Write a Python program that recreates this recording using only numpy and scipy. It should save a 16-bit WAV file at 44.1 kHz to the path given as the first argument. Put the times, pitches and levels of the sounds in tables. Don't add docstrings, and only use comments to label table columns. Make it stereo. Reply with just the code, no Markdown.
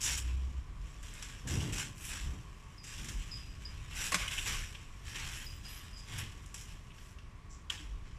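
import sys
import numpy as np
from scipy import signal
from scipy.fft import rfft, irfft, next_fast_len
from scipy.io import wavfile
from scipy.ndimage import uniform_filter1d, map_coordinates

SR = 44100
rng = np.random.default_rng(int(sys.argv[2]) if len(sys.argv) > 2 else 0)


def dump(signal):
    limited = np.clip(np.atleast_2d(signal).T, -1, 1)
    pcm = np.round(limited * 32767).astype(np.int16)
    wavfile.write(sys.argv[1], SR, pcm)


N = 360738

# pitch_hz, left_minus_right_db
NEAR_BALANCE = [(300, 9), (700, -3.5), (1700, -2), (2700, -12), (4400, -5), (5800, -8), (7800, -7),
                (10500, -16), (15000, -16)]
# pitch_hz, left_minus_right_db
FAR_BALANCE = [(120, 0), (300, -.4), (1100, -.5), (1500, -4), (2900, -7), (4400, -3), (5600, -7),
               (7500, -3), (10000, -8), (15000, -1)]


def amp(db):
    return 10 ** (np.asarray(db) / 20)


def unit(x):
    return x / np.sqrt(np.mean(np.atleast_2d(x).mean(0) ** 2) + 1e-20)


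def along(points, hz):
    pitches, values = np.transpose(points)
    return np.interp(np.log(hz + 1), np.log(pitches + 1), values)


def curve(points):
    times, values = np.transpose(points)
    return np.interp(np.arange(N) / SR, times, values)


def wobble(rate_hz):
    return map_coordinates(rng.standard_normal(int(N * rate_hz / SR) + 4), [np.arange(N) * rate_hz / SR])


def swell(start_s, rise_s, hold_s, fade_s):
    t = np.arange(N) / SR - start_s
    return np.clip(t / rise_s, 0, 1) ** 1.04 * amp(-60 * np.clip((t - rise_s - hold_s) / fade_s, 0, 2))


def filtered(x, response):
    size = next_fast_len(N + 8192)
    return irfft(rfft(x, size) * response(np.fft.rfftfreq(size, 1 / SR)), size)[..., :N]


def below(hz, edge_hz, order=10):
    return 1 / (1 + (hz / edge_hz) ** order)


def add(track, start_s, sound):
    part = track[..., max(round(start_s * SR), 0):][..., :sound.shape[-1]]
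    part += sound[..., :part.shape[-1]]


def noise():
    return rng.standard_normal((2, N))


def narrow(centre_hz, width_hz):
    return unit(filtered(noise(), lambda hz: 1 / (1 + ((hz - centre_hz) / width_hz) ** 4)))


def placed(pair, colour, balance):
    # pitch_hz, likeness (1 = the same)
    likeness = [(25, .9995), (70, .988), (130, .95), (290, .62), (560, -.25), (1200, .45), (3100, .1),
                (15000, .08)]
    angle = lambda hz: np.arccos(np.clip(along(likeness, hz), -1, 1)) / 2
    mid, side = filtered(pair, lambda hz: amp(along(colour, hz)) * [np.cos(angle(hz)), np.sin(angle(hz))])
    stereo = np.array([mid + side, mid - side])
    return unit(filtered(stereo, lambda hz: amp(np.outer([.5, -.5], along(balance, hz)))))


def nearby(pair, share):
    delays_s = rng.uniform(.001, .03, (2, 7))
    return np.array([x + share * sum(np.roll(x, round(delay * SR)) for delay in delays)
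                     for x, delays in zip(pair, delays_s)])


def town():
    # pitch_hz, level_db
    traffic_colour = [(110, -47), (180, -8), (213, -4), (309, -22.5), (394, -5), (457, -11.5), (639, -10.5),
                      (756, -14), (846, -22), (1060, -15.5), (1650, -13.5), (2270, -13.5), (3760, -22),
                      (7630, -26.5), (15500, -44)]
    whir_colour = [(500, -51), (850, -12.5), (1020, -7.5), (1130, -4.5), (1300, -16.5), (1900, -51)]
    traffic = placed(nearby(noise(), share=.057), traffic_colour, FAR_BALANCE)
    traffic *= amp(-64 + .67 * wobble(1.82))
    whir = placed(nearby(noise(), share=.6), whir_colour, FAR_BALANCE)
    return traffic + amp(-66.5 + wobble(2.91)) * whir


def air(rub_gain):
    # pitch_hz, level_db
    rumble_colour = [(11, -35), (18, 1), (32, 1.5), (48, 3), (152, -13.5), (183, -17), (257, -30),
                     (300, -21), (390, -44), (660, -120)]
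    flutter_colour = [(40, -30), (80, 4.5), (120, 2.5), (200, -7), (350, -12.5), (600, -21.5),
                      (1200, -25.5), (3000, -88)]
    # time_s, level_db
    breeze_levels = [(0, -49), (1.05, -47.5), (1.35, -52), (1.6, -42), (1.95, -56), (2.3, -41.5),
                     (2.6, -56.5), (3.3, -45), (4.65, -46.5), (4.95, -52.5), (5.2, -43.5), (5.9, -52),
                     (6.6, -50), (7.2, -57.5), (8.18, -48)]
    boom_levels = [(0, -74), (.1, -41.5), (.22, -39.5), (.28, -33.5), (.44, -34.5), (.52, -44), (.59, -33),
                   (.63, -83), (.8, -100)]
    # start_s, rise_s, hold_s, fade_s, level_db
    puffs = [(0.0, 0.23, 0.26, 0.39, -52), (1.418, 0.093, 0.15, 1, -36), (2.197, 0.12, 0.035, .4, -46),
             (2.967, 0.047, 0.09, 1.0, -48), (5.157, 0.14, 0.052, 0.74, -61),
             (6.07, 0.077, 0.076, 0.34, -45.5)]
    steady_db, fanning_db, boom_hz = -58, -10, 62.7
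    rumble = placed(noise(), rumble_colour, FAR_BALANCE)
    rumble *= np.hypot(amp(curve(breeze_levels) + 1.07 * wobble(8)), amp(-53.5))
    puff_power = sum((amp(db) * swell(*timing)) ** 2 for *timing, db in puffs)
    flutter = placed(noise(), flutter_colour, FAR_BALANCE)
    flutter *= np.sqrt(puff_power + amp(steady_db) ** 2 + (amp(fanning_db) * rub_gain) ** 2)
    boom_gain = amp(curve(boom_levels) + 3 + 1.6 * wobble(22.5))
    boom = boom_gain * np.sin(2 * np.pi * np.cumsum(boom_hz + 2 * wobble(13)) / SR)
    return rumble + flutter + boom


def bumps():
    # start_s, pitch_hz, level_db, length_s
    pushes = [(1.697, 45, -36, 0.092), (2.244, 67.3, -32.5, 0.095), (3.142, 40.7, -33.5, 0.098),
              (4.533, 33, -37.5, 0.13), (7.902, 48.3, -37.5, 0.065)]
    out = np.zeros(N)
    for start_s, hz, db, length_s in pushes:
        t = np.arange(int(length_s * SR)) / SR
        add(out, start_s, amp(db) * signal.windows.tukey(len(t), .6) * np.sin(2 * np.pi * hz * t))
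    return out


def chip(hz, length_s):
    progress = np.linspace(0, 1, int(length_s * SR))
    waver = .093 * uniform_filter1d(rng.standard_normal(len(progress)), size=36)
    pitch_hz = hz * (1 + .0057 * (.5 - progress) + waver)
    return unit(signal.windows.tukey(len(progress), .3) * np.sin(2 * np.pi * np.cumsum(pitch_hz) / SR))


def bird():
    # start_s, pitch_hz, level_db, length_s, echo_db, echo_fade_s
    calls = [(2.78, 5100, -52, 0.0072, -57.5, 0.96), (3.311, 5080, -44.5, 0.027, -46, 0.55),
             (3.652, 4920, -43.5, 0.012, -44, 0.18), (5.463, 4990, -46.5, 0.015, -52.5, 0.51),
             (5.646, 4980, -53, 0.047, -56, 0.78), (5.928, 5080, -59, 0.017, -58.5, .5),
             (5.961, 5040, -54, 0.011, -58.5, .4)]
    # start_s, pitch_hz, level_db, hold_s
    whistles = [(5.33, 11200, -64, .08), (5.41, 14350, -66, .06), (5.53, 14350, -71, .04),
                (5.68, 11200, -61, .1), (5.68, 11900, -62, .1)]
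    song, echo_gain = np.zeros((2, N))
    t = np.arange(SR // 2) / SR
    for start_s, hz, db, length_s, echo_db, fade_s in calls:
        add(song, start_s, amp(db - 3) * chip(hz, length_s))
        add(echo_gain, start_s, amp(echo_db - 60 * t / fade_s) * (1 - np.exp(-t / .0049)))
    out = song + echo_gain * narrow(4970, width_hz=160) * amp(.99 * wobble(70))
    for start_s, hz, db, hold_s in whistles:
        gain = np.zeros(N)
        add(gain, start_s, amp(db - 60 * np.maximum(t - hold_s, 0) / .26) * (1 - np.exp(-t / .0083)))
        out += gain * narrow(hz, width_hz=170) * amp(1.3 * wobble(50))
    return out * amp([[-3], [2.5]])


def wall_echo(x):
    # pitch_hz, fade_s
    fades = [(200, 0.44), (2000, 1), (5000, 0.59), (12000, 0.52)]
    hz, t, bands = signal.stft(rng.standard_normal((2, SR // 2)), SR, nperseg=256)
    tail = signal.istft(bands * amp(-60 * t / along(fades, hz)[:, None]), SR, nperseg=256)[1]
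    return signal.fftconvolve(np.atleast_2d(x), tail / np.linalg.norm(tail[0]), axes=1)[:, :N]


def crackle(per_second, spread_db, decay_s):
    chance, size_draw = rng.random((2, N))
    size = amp(spread_db * np.minimum(-np.log(size_draw + 1e-9), 4))
    t = np.arange(SR // 20) / SR
    energy = signal.fftconvolve((chance < per_second / SR) * size ** 2, np.exp(-2 * t / decay_s))[:N]
    return unit(np.sqrt(np.abs(energy)))


def creaks():
    # start_s, length_s, level_db
    bends = [(3.909, .03, -53), (4.276, 0.02, -39.5), (4.308, 0.033, -39.5), (4.376, 0.023, -36),
             (4.745, 0.016, -51), (6.9, 0.024, -59.5), (7.186, 0.01, -64)]
    # pitch_hz, level_db
    colour = [(1200, -21), (2200, -4), (2650, 4), (3100, 1), (3600, -4), (4500, -28), (9000, -20),
              (15000, -49)]
    strain = np.zeros(N)
    for start_s, length_s, db in bends:
        add(strain, start_s, amp(db) * signal.windows.tukey(int(length_s * SR), .2))
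    slips = noise() * crackle(per_second=1200, spread_db=1.5, decay_s=.0015)
    return strain * placed(slips, colour, NEAR_BALANCE)


def stalk_break():
    # start_s, level_db, fade_s
    tears = [(4.12, -30, 0.14), (4.144, -23.5, 0.036), (4.15, -37, 0.047), (4.156, -32.5, 0.026)]
    # pitch_hz, level_db
    colour = [(71, -21), (120, -14), (668, -4), (887, -18), (1090, 6), (1380, -11), (1530, 2), (1660, -6),
              (2030, 0), (3800, -9.5), (7700, -7), (11500, -23), (15000, -53)]
    # pitch_hz, left_minus_right_db
    balance = [(300, 0), (1500, -3), (3000, -10), (8000, -7.5), (12000, -23)]
    t = np.arange(SR // 4) / SR
    force, thud = np.zeros((2, N))
    for start_s, db, fade_s in tears:
        add(force, start_s, amp(db - 60 * t / fade_s))
    thud_s, thud_hz = 4.145, 178
    thud_gain = amp(-33.5 - 60 * t / .18) * (1 - np.exp(-t / .0028))
    add(thud, thud_s, thud_gain * np.sin(2 * np.pi * thud_hz * t))
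    return thud + force * placed(noise(), colour, balance)


def landing():
    # start_s, level_db
    hits = [(7.6991, -32), (7.7021, -20.5), (7.7048, -26.5)]
    # pitch_hz, width_hz, level_db
    notes = [(1170, 21, -29), (1727, 21, -33), (1780, 310, -14), (3020, 270, -10), (3160, 200, 0),
             (3550, 280, -20), (7240, 770, -1.5), (12500, 2500, -24)]
    t, out = np.arange(SR // 4) / SR, np.zeros((2, N))
    bright_band = signal.butter(2, [1500, 9000], "band", fs=SR, output="sos")
    for start_s, db in hits:
        ring = sum(amp(level + rng.normal(0, 1)) * np.exp(-np.pi * width * t) * np.sin(2 * np.pi * hz * t)
                   for hz, width, level in notes)
        ring *= 1 - np.exp(-t / .00022)
        splinters = .2 * amp(-60 * t / .025) * signal.sosfilt(bright_band, rng.standard_normal((2, len(t))))
        add(out, start_s, amp(db) * (ring + splinters) * amp([[-4], [3]]))
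    flop_s, flop_hz = 7.8, 300
    flop_gain = amp(-47.5 - 60 * t / .13) * (1 - np.exp(-t / .003))
    add(out, flop_s, flop_gain * np.sin(2 * np.pi * flop_hz * t))
    return out


def papery(pair):
    # pitch_hz, level_db
    colour = [(260, -31), (450, -15.5), (661, -18.5), (944, -11), (1330, -10), (1660, -3.5), (2190, -6.5),
              (2660, -4), (4470, -15), (5580, 1), (7500, 2), (8450, -6.5), (12100, -12), (14200, -22),
              (15500, -28)]
    # pitch_hz, width_hz, level_db
    peaks = [(3120, 210, 2.5), (4510, 950, 2), (5770, 110, 3), (6250, 600, -3), (7760, 330, 3)]
    ring = lambda hz: amp(sum(db * np.exp(-((hz - centre) / width) ** 2) for centre, width, db in peaks))
    return placed(filtered(pair, ring), colour, NEAR_BALANCE)


def snaps():
    # start_s, level_db, body_extra_db
    buckles = [(1.029, -33, -17), (1.138, -31, -23), (1.225, -25, -10.5), (1.476, -35, -14),
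               (1.7244, -27, -22), (1.783, -24.5, -8), (1.9805, -35, -14), (2.05, -26, -24),
               (2.8406, -31, -15), (2.9805, -38, -3), (3.045, -27, -17), (3.0865, -29, -5.5),
               (4.28, -24.5, -17), (4.3134, -30, -11), (4.3808, -24.5, -10), (4.4748, -18, -11),
               (4.7486, -47.5, 6), (6.1865, -30.5, -4.5), (6.4602, -35, -19), (6.543, -25, -14),
               (6.982, -45.5, -1), (7.1856, -52.5, 4.5)]
    t = np.arange(SR // 6) / SR
    shape = amp(-60 * t / .034) + amp(-11 - 60 * t / .45)
    tick, body = np.zeros((2, N))
    for start_s, db, body_extra_db in buckles:
        add(tick, start_s, amp(db - 20.5) * shape)
        add(body, start_s, amp(db + body_extra_db - 8.5) * shape)
    leaves = papery(noise())
    low = filtered(leaves, lambda hz: below(hz, 5400))
    high = filtered(leaves - low, lambda hz: below(hz, 13000, order=5))
    return tick * unit(high) + body * unit(low)


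def patchy(x, depth_db):
    bands = signal.stft(x, nperseg=512)[2]
    patches = uniform_filter1d(rng.standard_normal(bands.shape[1:]), size=3, axis=0)
    patches = uniform_filter1d(patches, size=9, axis=1)
    return signal.istft(bands * amp(depth_db * patches / patches.std()), nperseg=512)[1][:, :N]


def pulling():
    # start_s, rise_s, hold_s, fade_s, rub_db, crackle_extra_db, fizz_extra_db
    pulls = [ (0.0, 0.043, 0.017, 0.18, -42.5, 10.5, 0), (.04, 0.04, 0.063, 0.26, -41.5, 4.5, -6),
             (.17, 0.0063, 0.01, .15, -45, 4, 0), (.2, 0.023, 0.07, 0.37, -52.5, -7, -15),
             (.3, 0.11, .2, 0.1, -66.5, -7, -27), (.78, 0.074, .1, 1, -66.5, 1, -10),
             (1.026, .004, 0.053, 1.1, -57.5, 0.5, -7.5), (1.09, 0.056, .16, 0.44, -54.5, -6, -13),
             (1.47, 0.0066, 0.072, 0.47, -45, 1.5, -7), (1.58, 0.026, 0.02, 0.59, -46, -4, -10.5),
             (1.723, 0.0049, .04, .3, -46, 2.5, -5), (1.765, .025, 0.014, .3, -40.5, 0, -7.5),
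             (1.945, 0.12, .03, 0.27, -51, -1, 2), (2.06, 0.058, 0.035, 0.7, -44.5, -3.5, -10.5),
             (2.83, .02, 0.17, 1.5, -53, 0, -8), (3.075, 0.013, 0.0083, 0.28, -54.5, 3, -2),
             (3.13, 0.078, 0.15, 1.4, -56.5, -5.5, -12), (3.6, 0.011, 0.62, 0.97, -60, -5.5, -12),
             (3.905, 0.0064, .04, .3, -53, -8, -10), (3.925, 0.087, .045, 0.68, -41.5, -2, -5),
             (4.17, 0.027, 0.024, .45, -41.5, -7, -13), (4.29, 0.032, 0.16, 0.44, -46, -1, -5),
             (4.441, 0.039, 0.018, 0.74, -38, -3.5, -10), (5.02, 0.084, .03, 1.5, -49.5, -3.5, -9.5),
             (5.12, 0.038, .02, 0.83, -42.5, -7.5, -14), (5.2, 0.05, .11, 0.83, -48, -4, -8),
             (5.629, 0.02, 0.096, 1.23, -52.5, -6.5, -10.5), (5.96, 0.028, .015, 0.18, -62.5, 8, -6),
             (6.045, .085, .07, 0.61, -48, -6.5, -10.5), (6.172, 0.011, 0.011, 0.18, -49.5, -4, 3),
             (6.542, 0.0043, 0.053, 0.53, -59.5, 6.5, -1), (6.66, 0.024, 0.041, 0.39, -57, -8, -11),
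             (6.92, .04, .16, 0.23, -65.5, -2.5, -4.5), (7.49, 0.021, 0.026, 0.42, -79, 20, -4),
             (7.698, 0.0024, 0.015, 0.67, -47, -5.5, -13.5), (8.0, 0.063, 0.026, 1.2, -64.5, -6, -25)]
    # time_s, rub_db
    stirring = [(0, -57), (.55, -69), (.7, -72.5), (1.3, -61.5), (2.65, -67), (3.5, -68), (4.9, -64.5),
                (6.4, -64), (6.85, -69), (7.25, -79), (8.18, -84)]
    power = np.outer(amp([0, -3, -9.5]), amp(curve(stirring))) ** 2
    for start_s, rise_s, hold_s, fade_s, db, crackle_extra_db, fizz_extra_db in pulls:
        stroke = swell(start_s, rise_s, hold_s, fade_s)
        tremble = amp(-29) * swell(start_s, rise_s, hold_s, fade_s=.85)
        gains = amp([db, db + crackle_extra_db, db + fizz_extra_db])
        power += np.outer(gains ** 2, stroke ** 2 + tremble ** 2)
    return np.sqrt(power)


def rustle(rub_gain, crackle_gain, fizz_gain):
    contacts = crackle(per_second=1100, spread_db=2.4, decay_s=.002)
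    catches = crackle(per_second=160, spread_db=2.4, decay_s=.0015)
    clumps = np.sqrt(contacts ** 2 + .18 * catches ** 2 + .35) * amp(.6 * wobble(40))
    leaves = papery(nearby(patchy(noise(), depth_db=2) * clumps, share=.17))
    rub = unit(filtered(leaves, lambda hz: below(hz, 4630)))
    crisp = unit(filtered(leaves, lambda hz: (1 - below(hz, 3200)) * below(hz, 8640, order=16)))
    fizz = unit(filtered(leaves, lambda hz: 1 - below(hz, 8270, order=20)))
    return rub * rub_gain * amp(-1) + crisp * crackle_gain * amp(-2.26) + fizz * fizz_gain * amp(-3.5)


def scene():
    rub_gain, crackle_gain, fizz_gain = pulling()
    cracks = snaps() + stalk_break() + creaks()
    clack = landing()
    echo = wall_echo(amp(-7.5) * cracks + amp(-12.5) * clack)
    fronds = rustle(rub_gain, crackle_gain, fizz_gain) + cracks + clack
    return fronds + echo + bird() + air(rub_gain) + bumps() + town()


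def record(dry):
    return filtered(dry, lambda hz: below(hz, edge_hz=15300, order=120))


dry = scene()
out = record(dry)
dump(out)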